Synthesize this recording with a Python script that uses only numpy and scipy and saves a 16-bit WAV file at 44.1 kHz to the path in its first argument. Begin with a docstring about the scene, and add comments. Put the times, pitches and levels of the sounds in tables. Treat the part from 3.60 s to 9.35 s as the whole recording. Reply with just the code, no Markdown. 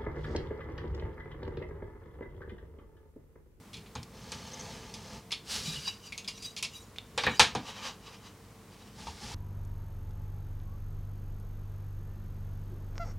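"""A craft knife scores card along an aluminium ruler on a wooden table, close by in a small room.
Snapping fibres hiss and drive the modes of blade and table; stick-slip adds brief squeaks.
The ruler is dragged off, ringing, and turned while the loose knife ticks; the knife is put down
with a clatter. The ruler is nudged into place and a circuit board slides away over the card.
The table rumbles under the hands, over faint air and hum."""
import sys
import numpy as np
from scipy import signal
from scipy.fft import rfft, irfft, next_fast_len
from scipy.io import wavfile
from scipy.ndimage import map_coordinates

SR = 44100
rng = np.random.default_rng(int(sys.argv[2]) if len(sys.argv) > 2 else 0)


def generate_wav(signal):
    """Clip the signal to [-1, 1] and save it as 16-bit WAV at the path in sys.argv[1]."""
    frames = np.transpose(np.atleast_2d(signal))
    scaled = np.clip(frames, -1, 1) * 32767
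    pcm = np.round(scaled).astype(np.int16)
    wavfile.write(sys.argv[1], SR, pcm)


N = 253365
TIME = np.arange(N) / SR
AGE = TIME[:SR // 2]  # seconds since an impact

# impact bands (thump, wood, clack, edge): low_hz, high_hz
BANDS = [(40, 320), (320, 1400), (1400, 4500), (4500, 16000)]
# light metal contact spectrum: freq_hz, level_db
METAL_SPECTRUM = [(320, -25), (700, -13), (950, -11), (1500, -19), (1900, -4.5), (2250, -3), (3500, 2),
                  (5200, 0), (7000, -5.5), (10500, -16.5), (15500, -42)]
# free ruler modes: freq_hz, width_hz, level_db
RULER_MODES = [(1723, 36, -23), (2414, 50, -8), (2710, 27, -19), (2890, 69, -3.5), (3040, 15, -12),
               (3884, 31, 4.5), (4805, 42, 5), (5460, 79, -2.5), (5840, 70, -4), (6100, 50, -7),
               (6500, 54, -17), (6930, 89, -7), (6800, 48, -8.5), (7500, 57, -17.5), (8170, 38, -11),
               (9600, 81, -20.5), (10350, 120, -19.5), (10800, 70, -30), (12100, 65, -27), (12800, 57, -17)]
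# deep table-top modes: freq_hz, width_hz, level_db
TABLE_LOW_MODES = [(73.4, 18, -1.5), (121.5, 16, -3.5), (177.4, 18.2, -3), (227.7, 22, -2)]


def from_db(db):
    """Decibels to gain."""
    return 10 ** (np.asarray(db) / 20)


def unit_rms(x):
    """Scale to unit power."""
    return x / np.sqrt(np.mean(x ** 2) + 1e-20)


def add(out, start_s, sound):
    """Mix a sound in at start_s."""
    at = max(round(start_s * SR), 0)
    out[at:at + len(sound)] += sound[:N - at]


def decay(t60_s):
    """Exponential fall."""
    return from_db(-60 * AGE / t60_s)


def attack(rise_s):
    """Exponential rise to one."""
    return 1 - np.exp(-AGE / rise_s)


def sine(hz, time_s=AGE):
    """Sine of random phase."""
    return np.sin(2 * np.pi * (hz * time_s + rng.random()))


def coloured(x, spectrum, low_hz=0, high_hz=SR):
    """Band-limit and shape by (freq_hz, level_db) points; unit power."""
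    size = next_fast_len(len(x))
    hz = np.maximum(np.fft.rfftfreq(size, 1 / SR), 1)
    points_hz, db = np.transpose(spectrum)
    gain = from_db(np.interp(np.log(hz), np.log(points_hz), db)) * (hz >= low_hz) * (hz < high_hz)
    return unit_rms(irfft(rfft(x, size) * gain, size)[:len(x)])


def resonate(x, hz, width_hz):
    """Two-pole resonator, unit peak gain."""
    r = np.exp(-np.pi * width_hz / SR)
    feedback = [1, -2 * r * np.cos(2 * np.pi * hz / SR), r * r]
    return signal.lfilter(np.array([1, 0, -1]) * (1 - r * r) / 2, feedback, x)


def resonances(x, modes):
    """Driven modes in parallel; unit power."""
    return unit_rms(sum(from_db(db) * resonate(x, hz, width_hz) for hz, width_hz, db in modes))


def rough_tone(hz, width_hz):
    """Noise twice through one resonator; unit power."""
    once = resonate(rng.standard_normal(2 * len(AGE)), hz, width_hz)
    return unit_rms(resonate(once, hz, width_hz)[len(AGE):])


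def drift(rate_hz):
    """Random wander; unit power."""
    return unit_rms(np.interp(TIME * rate_hz, np.arange(N), rng.standard_normal(N)))


def waver(x, depth, rate_hz):
    """Pitch wander; depth is the rms fraction."""
    position = np.arange(N) + depth * np.cumsum(drift(rate_hz))
    return map_coordinates(x, [position], order=3, mode="mirror")


def pushes(rows, rise_db_per_s, fall_db_per_s):
    """Gain of hand pushes: each gathers speed, holds and lets go."""
    power = 0
    for start_s, hold_s, db, *_ in rows:
        below_db = np.maximum(rise_db_per_s * (start_s - TIME), fall_db_per_s * (TIME - start_s - hold_s))
        power = power + from_db(db - np.clip(below_db, 0, 120)) ** 2
    return np.sqrt(power)


def friction(snaps_per_s, spread_db):
    """Fibres snap at random: dense, uneven clicks on a smooth hiss."""
    sizes = from_db(spread_db * np.minimum(rng.exponential(1, N), 4)) * rng.choice([-1, 1], N)
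    snaps = unit_rms(sizes * (rng.random(N) < snaps_per_s / SR))
    return unit_rms(snaps + rng.standard_normal(N))


def rub(grains, spectrum, contact_db, table_db, tool=0):
    """Friction hisses at the contact and drives the table; a tool's ring joins the hiss."""
    # wooden table modes: freq_hz, width_hz, level_db
    table_modes = [(231, 34, 9), (443, 52, -1.5), (512, 22, 7), (869, 74, 7.5), (987, 18, 1), (1168, 65, 2),
                   (1620, 160, -5), (2430, 170, -22)]
    contact = coloured(grains, spectrum) + tool
    return from_db(contact_db) * contact + from_db(table_db) * resonances(grains, table_modes)


def reach_db(hz, bands, band_db):
    """Impact strength at hz, interpolated between band centres."""
    return np.interp(np.log(hz), np.log(bands).mean(axis=1), band_db)


def impact(bands, band_db, envelopes, spectrum, crack_t60_s):
    """Noise burst: a crack, then crowded modes and near reflections dying band by band."""
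    hz, spectrum_db = np.transpose(spectrum)
    tilted = np.transpose([hz, spectrum_db + reach_db(hz, bands, band_db)])
    out = 0
    for db, band, (gain_db, rise_s, t60_s, crack_db) in zip(band_db, bands, envelopes):
        envelope = attack(rise_s) * (decay(t60_s) + from_db(crack_db) * decay(crack_t60_s))
        out += from_db(db + gain_db) * envelope * coloured(rng.standard_normal(len(AGE)), tilted, *band)
    return out


def ringing(modes, bands, band_db, scatter_db):
    """Clear modes of a struck body, with new strengths at each impact."""
    out = 0
    for hz, db, t60_s in modes:
        gain = from_db(reach_db(hz, bands, band_db) + db + scatter_db * rng.normal())
        out += gain * decay(min(t60_s, 0.22)) * sine(hz)
    return out * attack(0.0029)


def room_tone(air_db=-55, side_db=-17, hiss_db=-64.5):
    """Centred air and hum; each side adds its own faint air and hiss."""
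    # room air: freq_hz, level_db
    air_spectrum = [(15, -31.5), (25, -9.5), (185, -2), (344, -10), (463, -10.5), (607, -15), (677, -14.5),
                    (796, -16), (1070, -14), (1560, -20.5), (2160, -21.5), (2550, -24), (8830, -29.5),
                    (10400, -34), (16000, -47)]
    # hum partials: freq_hz, rms_db
    partials = [(50, -69.5), (100, -62.5), (199, -65.5), (452, -67.5)]
    hum = sum(np.sqrt(2) * from_db(db) * sine(hz, TIME) for hz, db in partials)
    air, *sides = [from_db(air_db) * coloured(noise, air_spectrum, low_hz=31)
                   for noise in rng.standard_normal((3, N))]
    hiss = from_db(hiss_db) * rng.standard_normal((2, N))
    return air + hum + from_db(side_db) * np.array(sides) + hiss


def room(x, wet_db=-12.5, t60_s=0.27, cutoff_hz=6000):
    """Direct sound plus a short, dull reverberant tail."""
    tail = rng.standard_normal(len(AGE)) * decay(t60_s) * attack(0.0084)
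    lowpass = signal.butter(1, cutoff_hz, fs=SR, output="sos")
    response = signal.sosfilt(lowpass, tail / np.linalg.norm(tail))
    return x + from_db(wet_db) * signal.fftconvolve(x, response)[:N]


def hand_rumble(sliding, gain_db=-5, resting_db=-58.5, modes_db=-11.5):
    """The table rumbles as hands rest, lean and slide things along."""
    # leans on the table: start_s, hold_s, level_db
    leans = [(.16, 0.058, -48), (1.09, 0.031, -48), (1.97, 0.16, -44.5), (3.04, 0.018, -54),
             (3.2, 0.22, -60), (3.59, 0.4, -46.5)]
    # rumble: freq_hz, level_db
    spectrum = [(30, -14), (55, 6), (75, 1), (96, 3), (122, 4), (150, -4.5), (178, 3), (228, -0.5),
                (293, -16), (450, -5), (580, -43.5), (990, -120)]
    weight = np.hypot(pushes(leans, rise_db_per_s=112, fall_db_per_s=98), sliding + from_db(resting_db))
    rumble = coloured(rng.standard_normal(N), spectrum, low_hz=49, high_hz=600)
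    boom = from_db(modes_db) * resonances(rng.standard_normal(N), TABLE_LOW_MODES)
    return from_db(gain_db) * weight * (rumble + boom)


def judders():
    """Stick-slip: the blade squeaks, the ruler groans, the board croaks and shudders."""
    # catching edges: start_s, length_s, pitch_hz, width_hz, level_db
    catches = [(0.932, .018, 6200, 800, -46), (0.993, 0.0246, 6200, 800, -46),
               (2.075, 0.05, 172.7, 25, -41), (2.15, 0.12, 144.6, 25, -51.5), (5.449, 0.12, 63, 29.5, -49),
               (5.472, 0.025, 880, 197, -44), (5.635, 0.047, 68, 30, -49), (5.711, 0.037, 880, 149, -50.5)]
    out = np.zeros(N)
    for start_s, length_s, hz, width_hz, db in catches:
        window = signal.windows.tukey(round(length_s * SR), 0.25)
        add(out, start_s, from_db(db) * window * unit_rms(rough_tone(hz, width_hz)[:len(window)]))
    return out


def board_slide(effort):
    """The circuit board rubs over the card."""
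    # board friction: freq_hz, level_db
    spectrum = [(290, -38), (500, -16), (855, 0), (1020, -17), (1130, -11), (1640, -10), (2850, -7),
                (5310, -5), (11000, -20.5), (16000, -44)]
    return effort * rub(friction(snaps_per_s=2800, spread_db=1.5), spectrum, contact_db=0.7, table_db=-11)


def nudges(effort):
    """Ruler and board scuff in short shoves."""
    # scuff: freq_hz, level_db
    spectrum = [(290, -32), (500, -8.5), (688, -5.5), (1160, 0.5), (1400, -7), (1620, -6), (2190, -7.5),
                (3060, 0), (3390, -5.5), (5970, -8), (16000, -41)]
    grains = friction(snaps_per_s=3400, spread_db=2.5)
    return effort * rub(grains, spectrum, contact_db=-1.1, table_db=-10.5)


def ruler_drag(effort):
    """The ruler scrapes off the card, bright and grainy."""
    # scrape: freq_hz, level_db
    spectrum = [(290, -41), (500, -27), (621, -6), (960, -21), (1060, -23), (1180, -6), (2070, -6.5),
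                (2850, -0.5), (4800, 3), (10500, -10.5), (16000, -27)]
    grains = friction(snaps_per_s=4000, spread_db=3.5)
    return effort * rub(grains, spectrum, contact_db=-2.5, table_db=-17)


def ruler_song(shoves, gain_db=-0.45, shove_db=-6.5, wander_db=6.5, hiss_db=-9):
    """Rubs and shoves drive the ruler's modes; a lighter touch favours the high ones."""
    # rubs: start_s, hold_s, level_db, tilt_db_per_octave
    rubs = [(2.061, 0.033, -39, 0), (2.133, 0.044, -44, -6), (2.267, 0.011, -37.5, -12),
            (2.462, .005, -48, -3.5), (2.755, 0.014, -52, 4), (2.851, 0.0091, -40, 5.5),
            (3.152, 0.0088, -47, 2), (3.222, 0.0086, -58.5, 14), (3.619, 0.16, -46.5, -4)]
    start_s, _, _, tilt = np.transpose(rubs)
    effort = pushes(rubs, rise_db_per_s=342, fall_db_per_s=280) + from_db(shove_db) * shoves
    grains = friction(snaps_per_s=1500, spread_db=0.5)
    ring, power = 0, 0
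    for hz, width_hz, mode_db in RULER_MODES:
        gain = np.interp(TIME, start_s, from_db(mode_db + tilt * np.log2(hz / 4500)))
        gain *= from_db(wander_db * drift(rate_hz=28))  # moving contact feeds modes by turns
        ring += gain * unit_rms(resonate(grains, hz, width_hz))
        power += gain ** 2
    ring = waver(ring / np.sqrt(power), depth=0.0053, rate_hz=19)  # changing grip bends the pitch
    hiss = from_db(hiss_db) * coloured(grains, METAL_SPECTRUM, low_hz=2000)
    return from_db(gain_db) * effort * (ring + hiss)


def ruler_pings(peak_hz=4060, fall_db_per_octave=14, t60_s=0.088):
    """A jolt rings all the ruler's modes, the middle ones most."""
    # jolts: start_s, level_db
    jolts = [(2.2765, -27.5), (3.026, -43), (3.7964, -31)]
    out = np.zeros(N)
    for start_s, db in jolts:
        for hz, _, mode_db in RULER_MODES:
            gain = from_db(db + mode_db - fall_db_per_octave * abs(np.log2(hz / peak_hz)))
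            add(out, start_s, gain * decay(t60_s) * attack(0.0029) * sine(hz))
    return out


def metal_ticks(wood_db=-11, snap_db=-20.5, click_db=-5.5, grip_click_db=22.5, grip_damping=0.68):
    """Knife and ruler touch lightly, and the board touches down once; a firm grip damps the ring and leaves
    mostly the click."""
    # touches: start_s, level_db, bright_db, grip_fraction, ring_hz, ring_db
    touches = [(0.1317, -44.5, 1.5, 0, 3440, -6), (0.1412, -40, -3.5, 0, 3940, -6),
               (0.168, -44.5, -1, 0, 3000, -8), (0.26, -48, -10, 0.2, 2420, -19),
               (0.4305, -46, 5.5, .9, 4750, -21), (1.3398, -40.5, 3.5, 0.15, 4970, -13),
               (1.7077, -39, -5, 0, 2350, -3), (1.7183, -26.5, -3.5, 0, 5130, -7.5),
               (1.7253, -31, -4, .45, 3400, -4), (2.2746, -37.5, -12, 0.2, 915, -6.5),
               (2.523, -40, 0, 0, 2240, 1.5), (2.5777, -35.5, 2.5, .2, 6440, -9),
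               (2.645, -45.5, 0.5, 0.4, 3420, -3), (2.6769, -33.5, -4, 0.33, 4970, 1),
               (2.683, -33, 2.5, 0.2, 4930, -16), (2.776, -46.5, 1, 0.4, 5720, -4),
               (2.824, -43, 7, 0.2, 5000, -16), (2.9647, -33.5, -1.5, 0.3, 5130, -13),
               (2.9752, -35.5, 1.5, .4, 5800, -18), (2.9837, -37, 1, 0.45, 3400, -14),
               (3.026, -28, 5, .1, 2710, -10), (3.0482, -31.5, -5, 0.6, 4970, -4),
               (3.3608, -47, -4, 0.68, 2210, -9), (3.3845, -38.5, -13, 0.89, 3610, -3),
               (5.4702, -40.5, -3, 0.64, 880, -2)]
    # ungripped envelopes, wood to edge band: gain_db, rise_s, t60_s, crack_db
    envelopes = [(-9.5, 0.0016, 0.13, -3), (-8, 0.0006, 0.18, -5), (-11, 0.00032, 0.17, 5.5)]
    # small metal parts, ungripped: freq_hz, level_db, t60_s
    metal_modes = [(2254, -12.5, 0.15), (2450, -10, 0.14), (2730, -16, 0.29), (3340, -9, 0.084),
                   (4380, -14, .13), (5210, -21, 0.22), (6150, -28, 0.089), (7000, -20, 0.13),
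                   (10800, -30, 0.06), (10300, -16, 0.094), (13000, -29, 0.075)]
    # snap of hard edges: freq_hz, level_db
    snap_spectrum = [(500, 0), (10500, -1), (16000, -12)]
    bands = BANDS[1:]  # no thump
    out = np.zeros(N)
    for start_s, db, bright_db, grip, ring_hz, ring_db in touches:
        sustain = np.clip(1 - grip_damping * grip, 0.2, 1.2)
        band_db = [db + wood_db, db, db + bright_db]
        damped = np.array(envelopes) * [1, 1, sustain, 1]
        modes = np.array(metal_modes) * [1, 1, sustain]
        modes[:, 0] *= 1 + 0.0141 * rng.standard_normal(len(modes))  # contact point shifts the modes
        sound = impact(bands, band_db, damped, METAL_SPECTRUM, crack_t60_s=0.011)
        sound += ringing(modes, bands, band_db, scatter_db=1.0)
        ring = rough_tone(ring_hz, width_hz=410) * decay(0.11 * sustain)
        sound += from_db(max(band_db) + ring_db) * ring
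        snap = decay(0.046) * coloured(rng.standard_normal(len(AGE)), snap_spectrum)
        sound += from_db(db + bright_db + snap_db) * snap
        click = decay(9 / ring_hz) * np.sin(2 * np.pi * ring_hz * AGE)  # dies in nine cycles
        sound += from_db(db + click_db + grip_click_db * grip) * click
        add(out, start_s, sound)
    return out


def table_knocks(modes_db=-2.5, thump_db=8, ring_t60_at_1khz_s=0.14):
    """Things hit the table, loudest the knife put down: clack, ringing modes, thump."""
    # blows: start_s, thump_db, wood_db, clack_db, edge_db, ring_hz, ring_db
    blows = [(0.353, -39, -38, -40.5, -44.5, 6600, -2), (0.3785, -40.5, -60, -68, -71, 500, -8),
             (0.719, -48, -41.5, -38, -35.5, 6500, -7), (3.577, -49, -28, -24.5, -29, 500, -4),
             (3.6357, -42, -33, -27, -35.5, 600, -8), (3.6668, -30.5, -22.5, -24, -43, 1760, -0.5),
             (3.7949, -30, -14, -11, -11.5, 890, -7), (3.9501, -33.5, -27, -33, -35.5, 788, -3.5)]
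    # envelope per band: gain_db, rise_s, t60_s, crack_db
    envelopes = [(7.5, 0.055, 0.19, -23), (-5, 0.00075, 0.16, -9), (-3, 0.0018, 0.18, -20),
                 (-7.5, 0.00022, 0.17, 9)]
    # clack: freq_hz, level_db
    spectrum = [(24, -47), (40, -17), (75, -5), (382, -6.5), (503, -15.5), (646, -7.5), (873, -3),
                (1300, -7), (1680, -6), (2100, -9), (2380, -6.5), (3830, -4.5), (9450, -22), (12500, -38),
                (16000, -60.5)]
    # knife on the table top: freq_hz, level_db, t60_s
    modes = [(442.5, -8, 0.2), (500, -6, 0.14), (846, 3.5, 0.052), (966, -7, 0.087), (1113, -2, 0.043),
             (1623, -10.5, .17), (1761, -17, 0.11), (2275, -10, 0.15), (2488, -2, 0.049),
             (2416, -8.5, 0.15), (2590, -18, 0.15), (3190, -14, 0.16), (3590, -17, 0.13),
             (3540, -10.5, 0.11), (3870, -14, 0.12), (4030, -6, 0.091), (4340, -42, 0.078),
             (5060, -30, 0.2), (5290, -46, 0.148), (5640, -17.5, 0.24), (6300, -7, 0.077), (6620, -10, .07),
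             (8250, -29, 0.11)]
    out = np.zeros(N)
    for start_s, *band_db, ring_hz, ring_db in blows:
        sound = impact(BANDS, band_db, envelopes, spectrum, crack_t60_s=0.0089)
        sound += from_db(modes_db) * ringing(modes, BANDS, band_db, scatter_db=1.9)
        # the landing spot picks one resonance; high ones are broad and brief
        ring = decay(ring_t60_at_1khz_s * np.sqrt(1000 / ring_hz)) * rough_tone(ring_hz, 0.16 * ring_hz)
        sound += from_db(reach_db(ring_hz, BANDS, band_db) + ring_db) * ring
        for hz, width_hz, db in TABLE_LOW_MODES:
            swell = np.exp(-np.pi * width_hz * AGE) * attack(0.019)  # the heavy top answers late
            sound += from_db(band_db[0] + db + thump_db) * swell * sine(hz)
        add(out, start_s, sound)
    return out


def blade_pressure(fade_s=0.01):
    """Gain through the one long cut, zero outside it."""
    # pressure on the blade: time_s, level_db
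    curve = [(0.5, -73), (0.55, -59), (0.74, -52.5), (1.1, -49.5), (1.29, -55.5), (1.43, -54.5),
             (1.565, -50), (1.66, -76)]
    time_s, db = np.transpose(curve)
    gate = np.interp(TIME, [time_s[0] - fade_s, time_s[0], time_s[-1], time_s[-1] + fade_s], [0, 1, 1, 0])
    return from_db(np.interp(TIME, time_s, db)) * gate


def knife_cut(pressure, blade_db=-3):
    """The blade snaps card fibres; its resonances shift as its bite changes."""
    # cutting hiss: freq_hz, level_db
    spectrum = [(290, -17), (500, -8), (604, -9), (678, 1.5), (750, -13), (843, -24), (1420, -30),
                (2100, -8.5), (4800, -6.5), (6140, -10), (7420, -14), (16000, -40)]
    # knife modes: freq_hz, width_hz, level_db
    blade_modes = [(2100, 80, -5), (3150, 170, -1.5), (3700, 92, -11), (4400, 150, 2), (5320, 170, 5),
                   (5990, 48, 7.5), (6260, 90, 3), (6800, 54, -8), (8000, 82, -8)]
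    grains = friction(snaps_per_s=1300, spread_db=1.0)
    blade = from_db(blade_db) * waver(resonances(grains, blade_modes), depth=0.012, rate_hz=9)
    return pressure * rub(grains, spectrum, contact_db=-1.6, table_db=-1.5, tool=blade)


def scene():
    """All action on the table straight ahead, over stereo room tone."""
    # ruler dragged off: start_s, hold_s, level_db
    drags = [(1.912, 0.053, -33), (2.06, 0.074, -40.5), (2.15, 0.13, -46.5)]
    # ruler and board shoved: start_s, hold_s, level_db
    shoves = [(2.465, 0.0045, -60), (4.08, .025, -43), (4.17, 0.02, -46.5), (4.25, 0.028, -38),
              (4.472, 0.0076, -49.5), (4.53, 0.018, -53.5), (4.655, 0.019, -53), (5.13, 0.012, -60),
              (5.21, 0.013, -58.5), (5.275, 0.0087, -58.5)]
    # board pulled away: start_s, hold_s, level_db
    pulls = [(5.4, 0.032, -51), (5.475, 0.031, -51), (5.55, 0.038, -56.5), (5.625, 0.13, -47.5)]
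    cutting = blade_pressure()
    dragging = pushes(drags, rise_db_per_s=395, fall_db_per_s=140)
    nudging = pushes(shoves, rise_db_per_s=284, fall_db_per_s=322)
    pulling = pushes(pulls, rise_db_per_s=262, fall_db_per_s=260)
    strokes = knife_cut(cutting) + ruler_drag(dragging) + nudges(nudging) + board_slide(pulling)
    impacts = table_knocks() + metal_ticks()
    ruler = ruler_song(nudging) + ruler_pings()
    rumble = hand_rumble(from_db(3) * cutting + pulling)
    return room(strokes + impacts + ruler + rumble + judders()) + room_tone()


def record(dry):
    """Soft peak limiting, then a steep low-pass."""
    ceiling, cutoff_hz = 0.85, 15900
    rounded = ceiling * np.tanh(dry / ceiling)
    return signal.sosfilt(signal.ellip(10, 0.1, 80, cutoff_hz, fs=SR, output="sos"), rounded)


dry = scene()
out = record(dry)
generate_wav(out)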